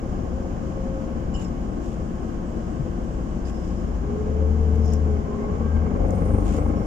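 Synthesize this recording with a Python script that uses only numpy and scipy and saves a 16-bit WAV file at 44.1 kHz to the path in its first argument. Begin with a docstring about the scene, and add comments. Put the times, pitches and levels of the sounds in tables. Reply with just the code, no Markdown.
"""Diesel bus, inside the cabin

A four-cylinder diesel drones over road rumble, then revs up, booms and chugs, heard at two microphone ports.
Engine and pump are tones locked to one crankshaft angle, sent through the resonant bodywork; road, roar and air
are coloured noise. Panels and squeaks are jittery tones; puffs, clicks and soft low thumps are short bursts.
Air hisses and whistles in the intake at high revs, and a thin leak whistles earlier on.
"""
import sys
import numpy as np
from scipy import signal
from scipy.fft import rfft, irfft
from scipy.io import wavfile

SR = 44100
rng = np.random.default_rng(int(sys.argv[2]) if len(sys.argv) > 2 else 0)


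def dump(signal):
    """Clip the signal to [-1, 1] and save it as 16-bit WAV at the path in sys.argv[1]."""
    limited = np.clip(np.atleast_2d(signal).T, -1, 1)
    pcm = np.round(limited * 32767).astype(np.int16)
    wavfile.write(sys.argv[1], SR, pcm)


N = 302526
T, HZ = np.arange(N) / SR, np.fft.rfftfreq(N, 1 / SR)  # time (s) and spectrum axis (Hz)

# Engine speed as it coasts, picks up, eases, then revs hard: time_s, speed_turns_per_s
ENGINE_SPEED = [(0, 31.1), (0.7, 30.8), (2.4, 29.3), (3.86, 29.9), (4.0, 34), (4.12, 35.7), (4.27, 37.1),
                (4.36, 37.6), (4.68, 38.3), (5.02, 37.9), (5.18, 35.9), (5.47, 35.8), (5.63, 37.6),
                (5.79, 39), (6.0, 44.8), (6.3, 48.8), (6.86, 53)]


def crankshaft():
    """Crankshaft speed (turns per second) and the angle (turns) it adds up to, with a slight random waver."""
    speed = follow(ENGINE_SPEED)[0]
    turns = np.cumsum(speed * (1 + 0.002 * drift(10.2))) / SR
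    return speed, turns


CRUISE_TURNS_PER_S = 30
# Crank shake, uneven firing and firing: cycles_per_turn
FIRING_ORDERS = [.97, 1.5, 2]
# Strengths of those orders: cruise_db, rise_db (per doubling of revs), throttle_share (dB per dB of throttle)
FIRING_LEVELS = [(-39.5, 5, 0), (-49.5, 16, 3.5), (-40.5, 8.5, 2)]
# Force of the firing pulses as the throttle opens and closes: time_s, force_db
THROTTLE = [(0, -0.5), (3.98, 2.5), (4.07, 1), (4.24, -2), (4.32, 0.5), (5.12, -0.5), (5.2, -10),
            (5.53, -0.5), (5.64, -1.5), (5.78, 1.5), (5.84, -7), (6.02, 1.5), (6.28, 0), (6.4, -3.5),
            (6.56, -0.5), (6.86, -5)]
# Weaker engine orders: cycles_per_turn, cruise_db
ORDER_LINES = [(2.5, -58.5), (3, -48), (3.5, -53), (4, -47.5), (4.5, -47), (5, -52.5), (6, -52.5),
               (7.5, -55), (8, -52), (10.5, -56.5), (14, -65.5)]


def engine(turns, speed, rev_db=5, firing_flutter_db=1.0, order_flutter_db=2.5):
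    """Crank shake, firing and the pump's whine change with the revs and reach the cabin through the bodywork."""
    doublings = np.log2(speed / CRUISE_TURNS_PER_S)
    throttle_db = follow(THROTTLE)[0]
    hum = np.zeros(N)
    for order, (cruise_db, rise_db, throttle_share) in zip(FIRING_ORDERS, FIRING_LEVELS):
        level_db = cruise_db + rise_db * doublings + throttle_share * throttle_db
        hum += partial(turns, order, level_db, firing_flutter_db)
    for order, cruise_db in ORDER_LINES:
        half_order = round(2 * order) / 2
        hum += partial(turns, half_order, cruise_db + rev_db * doublings, order_flutter_db)
    hum += pump(turns, doublings)
    carried = rfft(signal.fftconvolve(hum, irfft(bodywork(), N)[:SR])[:N])
    return ports(carried, carried)


PUMP_PER_TURN = 5.8  # pump cycles per crankshaft turn
PUMP_FLUTTER_DB, SLIP_TURNS = 1.8, .0075  # waver of level (dB) and of angle (turns) as the drive slips
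# Partials of the whine, first upward: cruise_db, rise_db (per doubling of revs), load_share (dB per dB of load)
PUMP_PARTIALS = [(-48, 12, 0), (-48.5, -8.5, 1), (-52.5, -33, -0.5)]
# Load on the pump: time_s, load_db
PUMP_LOAD = [(0, 0), (3.99, 0), (4.06, 15), (4.25, 16), (4.41, 18), (4.5, 14.8), (5.15, 15.5), (5.21, 5),
             (5.28, 14), (5.35, 13), (5.42, 17.5), (5.5, 8), (5.68, 5), (5.76, -2), (6.15, 3), (6.45, 2)]


def pump(turns, doublings, throb=0.27):
    """An engine-driven pump whines in harmonics of its own rate, which slips a little against the crankshaft."""
    pump_turns = turns + SLIP_TURNS * drift(6.0)
    load_db = follow(PUMP_LOAD)[0]
    whine = np.zeros(N)
    for harmonic, (cruise_db, rise_db, load_share) in enumerate(PUMP_PARTIALS, start=1):
        level_db = cruise_db + rise_db * doublings + load_share * load_db
        whine += partial(pump_turns, harmonic * PUMP_PER_TURN, level_db, PUMP_FLUTTER_DB)
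    return whine * (1 + throb * np.cos(2 * np.pi * turns))  # throbs once a turn


def partial(turns, multiple, db, flutter_db):
    """One engine-locked line whose strength is a little unsteady."""
    level = gain_of(db + flutter_db * drift(23.0))
    return np.sqrt(2) * level * np.sin(2 * np.pi * (multiple * turns + rng.random()))


# Bodywork resonances that boom or sing as an engine line sweeps through: pitch_hz, width_hz, lift_db
BODY = [(46.3, 12.4, 8.5), (75.77, 7.5, 17), (96, 3.4, 10), (183.1, 12.2, 4.5), (229.8, 43, 6.5),
        (339, 8.1, 5), (430, 73, 0), (533.5, 5.5, 18)]


def bodywork():
    """Response of the bodywork: each resonance takes a moment to build up and to die away."""
    return gain_of(sum(db / (1 + 2j * (HZ - hz) / width) for hz, width, db in BODY))


# Colour of the engine roar: pitch_hz, density_db (relative dB per Hz)
ROAR_COLOUR = [(15, -21), (60, 6.5), (130, 2), (200, -2.5), (300, -2.5), (365, -19.5), (430, -1.5),
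               (540, -7), (640, -13.5), (810, -7), (940, -18), (1200, -19.5), (1750, -34.5), (2200, -26.5),
               (3600, -65.5), (8000, -77.5), (15000, -62.5)]
# Load on the engine, heard as its roar: time_s, level_db
ENGINE_LOAD = [(0, -39.5), (1.6, -44.5), (2.4, -81), (3.9, -61), (4.08, -36), (4.45, -39), (5.1, -36),
               (5.75, -32), (5.92, -29.5), (6.12, -28.5), (6.42, -29.5), (6.65, -28.5), (6.86, -32)]
SURGE_DB = 1.2  # random surges of the roar
CHUG, CHUG_SHARPNESS = 1.0, 2  # one cylinder hits harder every second turn: depth and sharpness in the roar
PUSH_DB = -10.5  # that cylinder's low push, beside the roar


def roar(turns, pulsing=0.16, growl_db=-3):
    """Combustion roar follows the load, surges, pulses with the firing and chugs every second turn."""
    chug = np.exp(CHUG_SHARPNESS * (np.cos(np.pi * turns) - 1))
    beat = evened(1 + pulsing * np.cos(4 * np.pi * turns) + CHUG * chug)
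    combustion = cabin_noise(ROAR_COLOUR) + gain_of(growl_db) * growl(turns)
    together = combustion * beat + gain_of(PUSH_DB) * push(turns)
    return together * gain_of(follow(ENGINE_LOAD)[0] + SURGE_DB * drift(23))


def growl(turns, size=96, lowest_hz=150):
    """The cylinders' uneven pressure pattern repeats every two turns: half orders that climb with the revs."""
    pattern = rng.standard_normal(size)
    drive = np.interp(turns / 2 % 1, np.arange(size) / size, pattern, period=1)
    shape = cabin(ROAR_COLOUR) * (1 - np.exp(-(HZ / lowest_hz) ** 4))
    comb = rfft(evened(irfft(rfft(drive) * shape, N)))
    return ports(comb, comb)


def push(turns, decay_turns=0.29, lowest_hz=40, highest_hz=550):
    """The hardest cylinder shoves the cabin air once every two turns."""
    shove = rfft(np.exp(-(turns % 2) / decay_turns))
    shove = shove * (1 - np.exp(-(HZ / lowest_hz) ** 4)) * np.exp(-(HZ / highest_hz) ** 2)
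    return evened(ports(shove, shove))


# Brief singing tones of panels, some gliding, mostly while the engine pulls or revs hard:
# start_s, length_s, pitch_hz, width_hz, glide_hz_per_s, level_db, left_right_db
SINGING = [(0.15, 0.42, 537, 13, -13, -42.5, -3), (4.25, 0.31, 518.4, 13.6, 39.5, -37.5, -6),
           (5.2, 0.4, 1044, 66, 132.5, -44.5, 1), (5.367, 0.11, 2110, 25, -4, -56, 5),
           (5.59, 0.14, 1115, 48, 2.5, -45.5, -1), (5.621, 0.26, 1588, 20, -28, -51, 3.5),
           (5.837, 0.28, 392, 6.1, 80, -39.5, -0.5), (5.949, 0.26, 534.3, 54, 43, -33.5, -1),
           (5.971, 0.22, 700, 97, 150, -38, 1), (6.25, .28, 397, 7.2, 72, -37.5, 0),
           (6.386, .11, 295, 19, 60, -31.5, 2), (6.528, 0.16, 298.3, 7.4, 0, -32.5, 6),
           (6.55, 0.27, 518, 82, -80, -40.5, 3), (6.599, .2, 800, 66, 0, -45, -5)]


def singing(turns, edge=0.33, flutter_db=0.9, throb=0.13):
    """Panels sing briefly in unsteady tones that throb with the engine's two-turn cycle."""
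    out = np.zeros((2, N))
    for s, length, hz, width, glide, db, side in SINGING:
        at, _, tone = wavering(s, length, hz, width, glide)
        out[:, at] += gain_of(db) * pan(side) * swell(s, length, edge)[at] * tone
    return out * gain_of(flutter_db * drift(30)) * (1 + throb * np.cos(np.pi * turns))


# Intake whistles: pitch_hz, width_hz, above_flow_db, fray (extra dB per dB of flow)
INTAKE = [(8725, 90, 7, 0), (8700, 330, 5, 0.7), (10885, 110, -12, -0.1)]
# Intake flow at high revs, heard as hiss and whistle: time_s, level_db
INTAKE_FLOW = [(5.95, -100), (6.07, -75), (6.14, -68.5), (6.31, -65), (6.43, -67), (6.56, -70), (6.67, -69),
               (6.74, -82), (6.86, -74)]
# Colour of the intake hiss: pitch_hz, density_db (relative dB per Hz)
FIZZ_COLOUR = [(4000, -4), (8000, 6), (9700, -25), (11000, -3), (13000, -3), (14500, 1), (15500, -4)]
FIZZ_DB, FIZZ_PER_FLOW = -63.5, 0.4  # hiss level at the strongest flow (dB), dB per dB of flow


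def intake(flicker_db=1.0):
    """Intake air hisses and whistles unsteadily at high revs; the whistle frays as the flow peaks."""
    flow_db = follow(INTAKE_FLOW)[0]
    below_db = flow_db - flow_db.max()
    tones = np.zeros((2, N))
    for hz, width, db, fray in INTAKE:
        tones += gain_of(flow_db + db + fray * below_db) * whistle(hz, width)
    hiss = airy(gain_of(read(FIZZ_COLOUR))) * gain_of(FIZZ_DB + FIZZ_PER_FLOW * below_db)
    hiss *= T > INTAKE_FLOW[0][0]
    return (tones + hiss) * gain_of(flicker_db * drift(45))


# Air puffs: start_s, length_s, rush_db, valve_ring_db, left_right_db
PUFFS = [(1.386, 0.074, -52.5, -62, -3), (1.8, 0.17, -57.5, -75, 1), (3.447, .07, -53.5, -70, -2),
         (3.5, 0.42, -63, -71, -4), (4.815, 0.165, -61, -52.5, -1), (6.439, 0.17, -50, -67, -2)]
# Colour of the rushing air: pitch_hz, density_db (relative dB per Hz)
RUSH_COLOUR = [(1500, 1), (2900, 6.5), (4000, -3), (5400, 0), (7100, 6.5), (8500, -7.5), (11000, -11.5),
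               (15500, -24)]
# Resonances of the air valve: pitch_hz, width_hz, level_db (relative)
VALVE = [(5420, 1200, 0), (6750, 910, -5)]


def puffs(edge=0.27, sputter_db=2.0):
    """Air rushes out in sputtering bursts and rings the valve that it passes."""
    rush = airy(gain_of(read(RUSH_COLOUR)))
    ring = airy(sum(gain_of(db) * bell(hz, width) ** 4 for hz, width, db in VALVE))
    air = np.zeros((2, N))
    for s, length, rush_db, ring_db, side in PUFFS:
        burst = gain_of(rush_db) * rush + gain_of(ring_db) * ring
        air += swell(s, length, edge) * pan(side) * burst
    return air * gain_of(sputter_db * drift(130))


# Squeaks and brief panel rings:
# start_s, length_s, pitch_hz, width_hz, glide_hz_per_s, level_db, left_right_db
SQUEAKS = [(1.339, .145, 2935, 130, -550, -42, -1), (1.341, .04, 5200, 600, 0, -49, -5),
           (1.338, .04, 7230, 220, 0, -46, 6), (1.354, .045, 5200, 200, 0, -54, -5),
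           (1.364, .045, 7230, 220, 0, -45, 6), (1.406, .12, 7150, 420, 0, -52, 5),
           (1.445, .075, 5330, 200, 0, -51.5, 0), (1.475, .03, 7300, 200, 0, -55, 3),
           (3.446, .13, 5130, 400, 0, -54, -3), (3.5, .8, 5200, 300, 0, -61, -6),
           (4.856, 0.056, 764, 180, 0, -35.5, 5), (6.595, .06, 7980, 100, 0, -57, 2),
           (6.75, .35, 5540, 25, 0, -63, -10)]


def squeaks(attack_share=0.055, rasp_db=2, rasp_hz=200):
    """Fittings and panels rub: each slip starts abruptly and fades, in a jittery, rasping tone that may glide."""
    out = np.zeros((2, N))
    for s, length, hz, width, glide, db, side in SQUEAKS:
        at, progress, tone = wavering(s, length, hz, width, glide)
        envelope = np.minimum(progress / attack_share, 1) * (1 - progress) ** 2
        out[:, at] += gain_of(db) * pan(side) * envelope * tone
    return out * gain_of(rasp_db * drift(rasp_hz))


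# Clicks of loose fittings: start_s, level_db (at the strike), left_right_db
CLICKS = [(2.156, -49, 3), (4.757, -46.5, 17), (4.857, -44, 20), (4.936, -31.5, 13), (6.107, -41, 13),
          (6.5654, -40, 11)]
# Colour of a click: pitch_hz, density_db (relative dB per Hz)
CLICK_COLOUR = [(1500, -1), (2700, 0.5), (3700, -16), (4400, -6), (5400, 5), (6000, 5), (6900, 15),
                (7800, -6), (10000, -9.5), (13500, -8), (16000, -16)]
CRACK_S, TICK_RING_S, TICK_RING_DB = 0.00079, 0.008, -17  # decays of crack and ring (s), ring against crack (dB)


def clicks():
    """Dry ticks of noise: a sharp crack and a ring of a few milliseconds."""
    blows = np.zeros((2, N))
    for s, db, side in CLICKS:
        age = abs(T - s)
        decay = np.exp(-age / CRACK_S) + gain_of(TICK_RING_DB) * np.exp(-age / TICK_RING_S)
        blows += gain_of(db) * pan(side) * (T >= s) * decay
    return blows * airy(gain_of(read(CLICK_COLOUR)))


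# Low thumps and short swells of engine bass: centre_s, pitch_hz, half_length_s, level_db
THUMPS = [(2.804, 142, 0.013, -21), (4.125, 233, 0.026, -23.5), (5.879, 194, 0.011, -23),
          (6.03, 44, 0.096, -19), (6.22, 159, 0.024, -28.5), (6.41, 207, 0.011, -19),
          (6.43, 44.4, 0.071, -25.5)]


def thumps(side_db=6):
    """Soft thumps and bass swells, stronger on the left: one low tone each, rising and fading smoothly."""
    bursts = np.zeros(N)
    for s, hz, half_length, db in THUMPS:
        envelope = np.exp(-((T - s) / half_length) ** 2)
        bursts += gain_of(db) * envelope * np.cos(2 * np.pi * hz * (T - s))
    return pan(side_db) * bursts


LEAK_HZ, LEAK_S, LEAK_LENGTH_S, LEAK_DB = 7750, 1.6, 2.2, -72  # pitch, start, length, level


def leak(width_hz=25, edge=.06):
    """A thin, faint whistle of escaping air: a very narrow band of noise with soft ends."""
    return whistle(LEAK_HZ, width_hz) * gain_of(LEAK_DB) * swell(LEAK_S, LEAK_LENGTH_S, edge)


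# Colour of the road noise: pitch_hz, density_db (relative dB per Hz)
ROAD_COLOUR = [(5, -10.5), (15, 0.5), (70, 2), (105, -7), (190, -3.5), (330, -5), (420, -11.5),
               (750, -14.5), (950, -21), (1500, -30), (2100, -36), (3000, -42), (3800, -50), (9000, -61.5)]
ROAD_DB = -30


def road(bumps_db=0.5):
    """Tyres rumble over an uneven road: low noise in the cabin with a slightly bumpy level."""
    return cabin_noise(ROAD_COLOUR) * gain_of(ROAD_DB + bumps_db * drift(35))


# Colour of the ventilation air: pitch_hz, density_db (relative dB per Hz)
AIR_COLOUR = [(2060, -25.5), (3500, -9.5), (4040, -7.5), (5180, -0.5), (5940, 0), (6860, 3.5), (7340, -5),
              (8110, -8), (8910, -15.5), (9960, -15), (12800, -21.5), (14600, -18.5), (15500, -22.5)]
AIR_DB = -59.5


def ventilation():
    """Ventilation air hisses almost steadily: high noise throughout the cabin."""
    return cabin_noise(AIR_COLOUR) * gain_of(AIR_DB + .5 * drift(8))


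# Likeness of the two microphone ports: pitch_hz, likeness (below 0 counts as 0)
SAME = [(60, 1), (110, 1), (200, 0.76), (380, 0.7), (700, 0.47), (1290, 0.18), (2380, -0.026),
        (4400, 0.029), (8120, -0.11), (15000, -0.03)]


def cabin_noise(spectrum):
    """Diffuse noise in the cabin, only partly alike at the two ports."""
    a, b = rfft(airy(cabin(spectrum)))
    same = np.clip(read(SAME), 0, 1)
    return ports(a, same * a + np.sqrt(1 - same ** 2) * b)


# Cabin resonances: pitch_hz, width_hz, lift_db
CABIN = [(183.4, 14.6, 6), (222.7, 14, 7.5), (405, 12, -0.5), (515, 64, 2.5), (1087, 75, 9.5),
         (1255, 12, 8), (1570, 250, 5.5), (2160, 84, 2), (3054, 730, 7), (5180, 250, 2.5), (7240, 190, 7)]


def cabin(spectrum):
    """A spectrum lifted by the cabin's resonances."""
    return gain_of(read(spectrum) + sum(db * bell(hz, width) ** 2 for hz, width, db in CABIN))


# Tilt between the microphone ports: pitch_hz, left_right_db
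LEAN = [(30, 0), (70, 6.5), (200, 6.5), (330, 8.5), (400, -1), (420, -12.5), (442, 0.5), (700, -1.5),
        (2400, 0.5), (4400, -3), (8000, .5)]
# Phase gap between the ports: pitch_hz, left_lead_radians
LEAD = [(30, -.1), (80, -.2), (200, -.4), (500, -.2), (750, -1.5), (1000, -3), (1300, -3.6), (1900, -0.5),
        (2900, -0.5), (4500, 1), (6000, -2), (7300, 0), (7750, 3.5), (8700, 3.6), (11000, -1)]


def ports(left, right):
    """Two spectra reach the microphone ports with a tilt and a phase gap; bass is stronger on the left."""
    lean = gain_of(read(LEAN) / 2)
    return irfft(np.array([left * lean, right / lean * np.exp(-1j * read(LEAD))]), N)


def whistle(hz, width, likeness=0.56):
    """A fuzzy tone from one spot, partly alike at both ports."""
    a, b = rfft(airy(bell(hz, width) ** 2))
    return ports(a, likeness * a + np.sqrt(1 - likeness ** 2) * b)


def wavering(s, length, hz, width, glide):
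    """A jittery, gliding tone: its sample places, its progress 0-1 and its wave at both ports."""
    at = np.flatnonzero((T >= s) & (T < s + length))
    age = T[at] - s
    slowness = np.exp(-(np.fft.rfftfreq(SR, 1 / SR) / width) ** 2)
    jitter = evened(irfft(rfft(rng.standard_normal((2, SR))) * slowness, SR))
    pitch = hz + glide * age + width / 2 * jitter[:, at % SR]
    return at, age / length, np.sqrt(2) * np.sin(2 * np.pi * np.cumsum(pitch, axis=1) / SR)


def gain_of(db):
    """Decibels to amplitude."""
    return 10 ** (np.asarray(db) / 20)


def evened(x):
    """Scales to rms 1."""
    return x / np.sqrt(np.mean(x ** 2) + 1e-20)


def read(points, hz=HZ):
    """A spectrum table on a log-frequency axis."""
    f, value = np.transpose(points)
    return np.interp(np.log(hz + 1), np.log(f + 1), value)


def follow(rows):
    """Each column of a curve table, sample by sample."""
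    s, *columns = np.transpose(rows)
    return [np.interp(T, s, c) for c in columns]


def bell(hz, width):
    """Magnitude of one resonance."""
    return 1 / np.sqrt(1 + (2 * (HZ - hz) / width) ** 2)


def noise(shape):
    """Noise of rms 1, coloured by the given magnitude spectrum."""
    return evened(irfft(rfft(rng.standard_normal(N)) * shape, N))


def airy(shape):
    """Noise that is unrelated at the two ports."""
    return np.array([noise(shape), noise(shape)])


def drift(rate):
    """Random wander of rms 1, slower than about the given rate (Hz)."""
    return noise(np.exp(-(HZ / rate) ** 2))


def pan(db):
    """Left and right gains."""
    return gain_of([[db / 2], [-db / 2]])


def swell(s, length, edge):
    """A gate with soft edges, each taking the given share of its length."""
    u = (T - s) / length
    return np.sin(np.pi / 2 * np.clip(np.minimum(u, 1 - u) / edge, 0, 1))


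def scene():
    """Engine, roar, singing panels and intake air, the small sounds around them, and the road and air behind."""
    speed, turns = crankshaft()
    main = engine(turns, speed) + roar(turns) + singing(turns) + intake()
    small = puffs() + squeaks() + clicks() + thumps() + leak()
    return main + small + road() + ventilation()


EDGE_HZ = 15600  # top of the recorder's band


def record(dry):
    """The recorder's band limit: a steep low-pass filter."""
    lowpass = signal.firwin(511, EDGE_HZ, window=("kaiser", 9), fs=SR)
    return signal.oaconvolve(dry, lowpass[None], "same")


dry = scene()
out = record(dry)
dump(out)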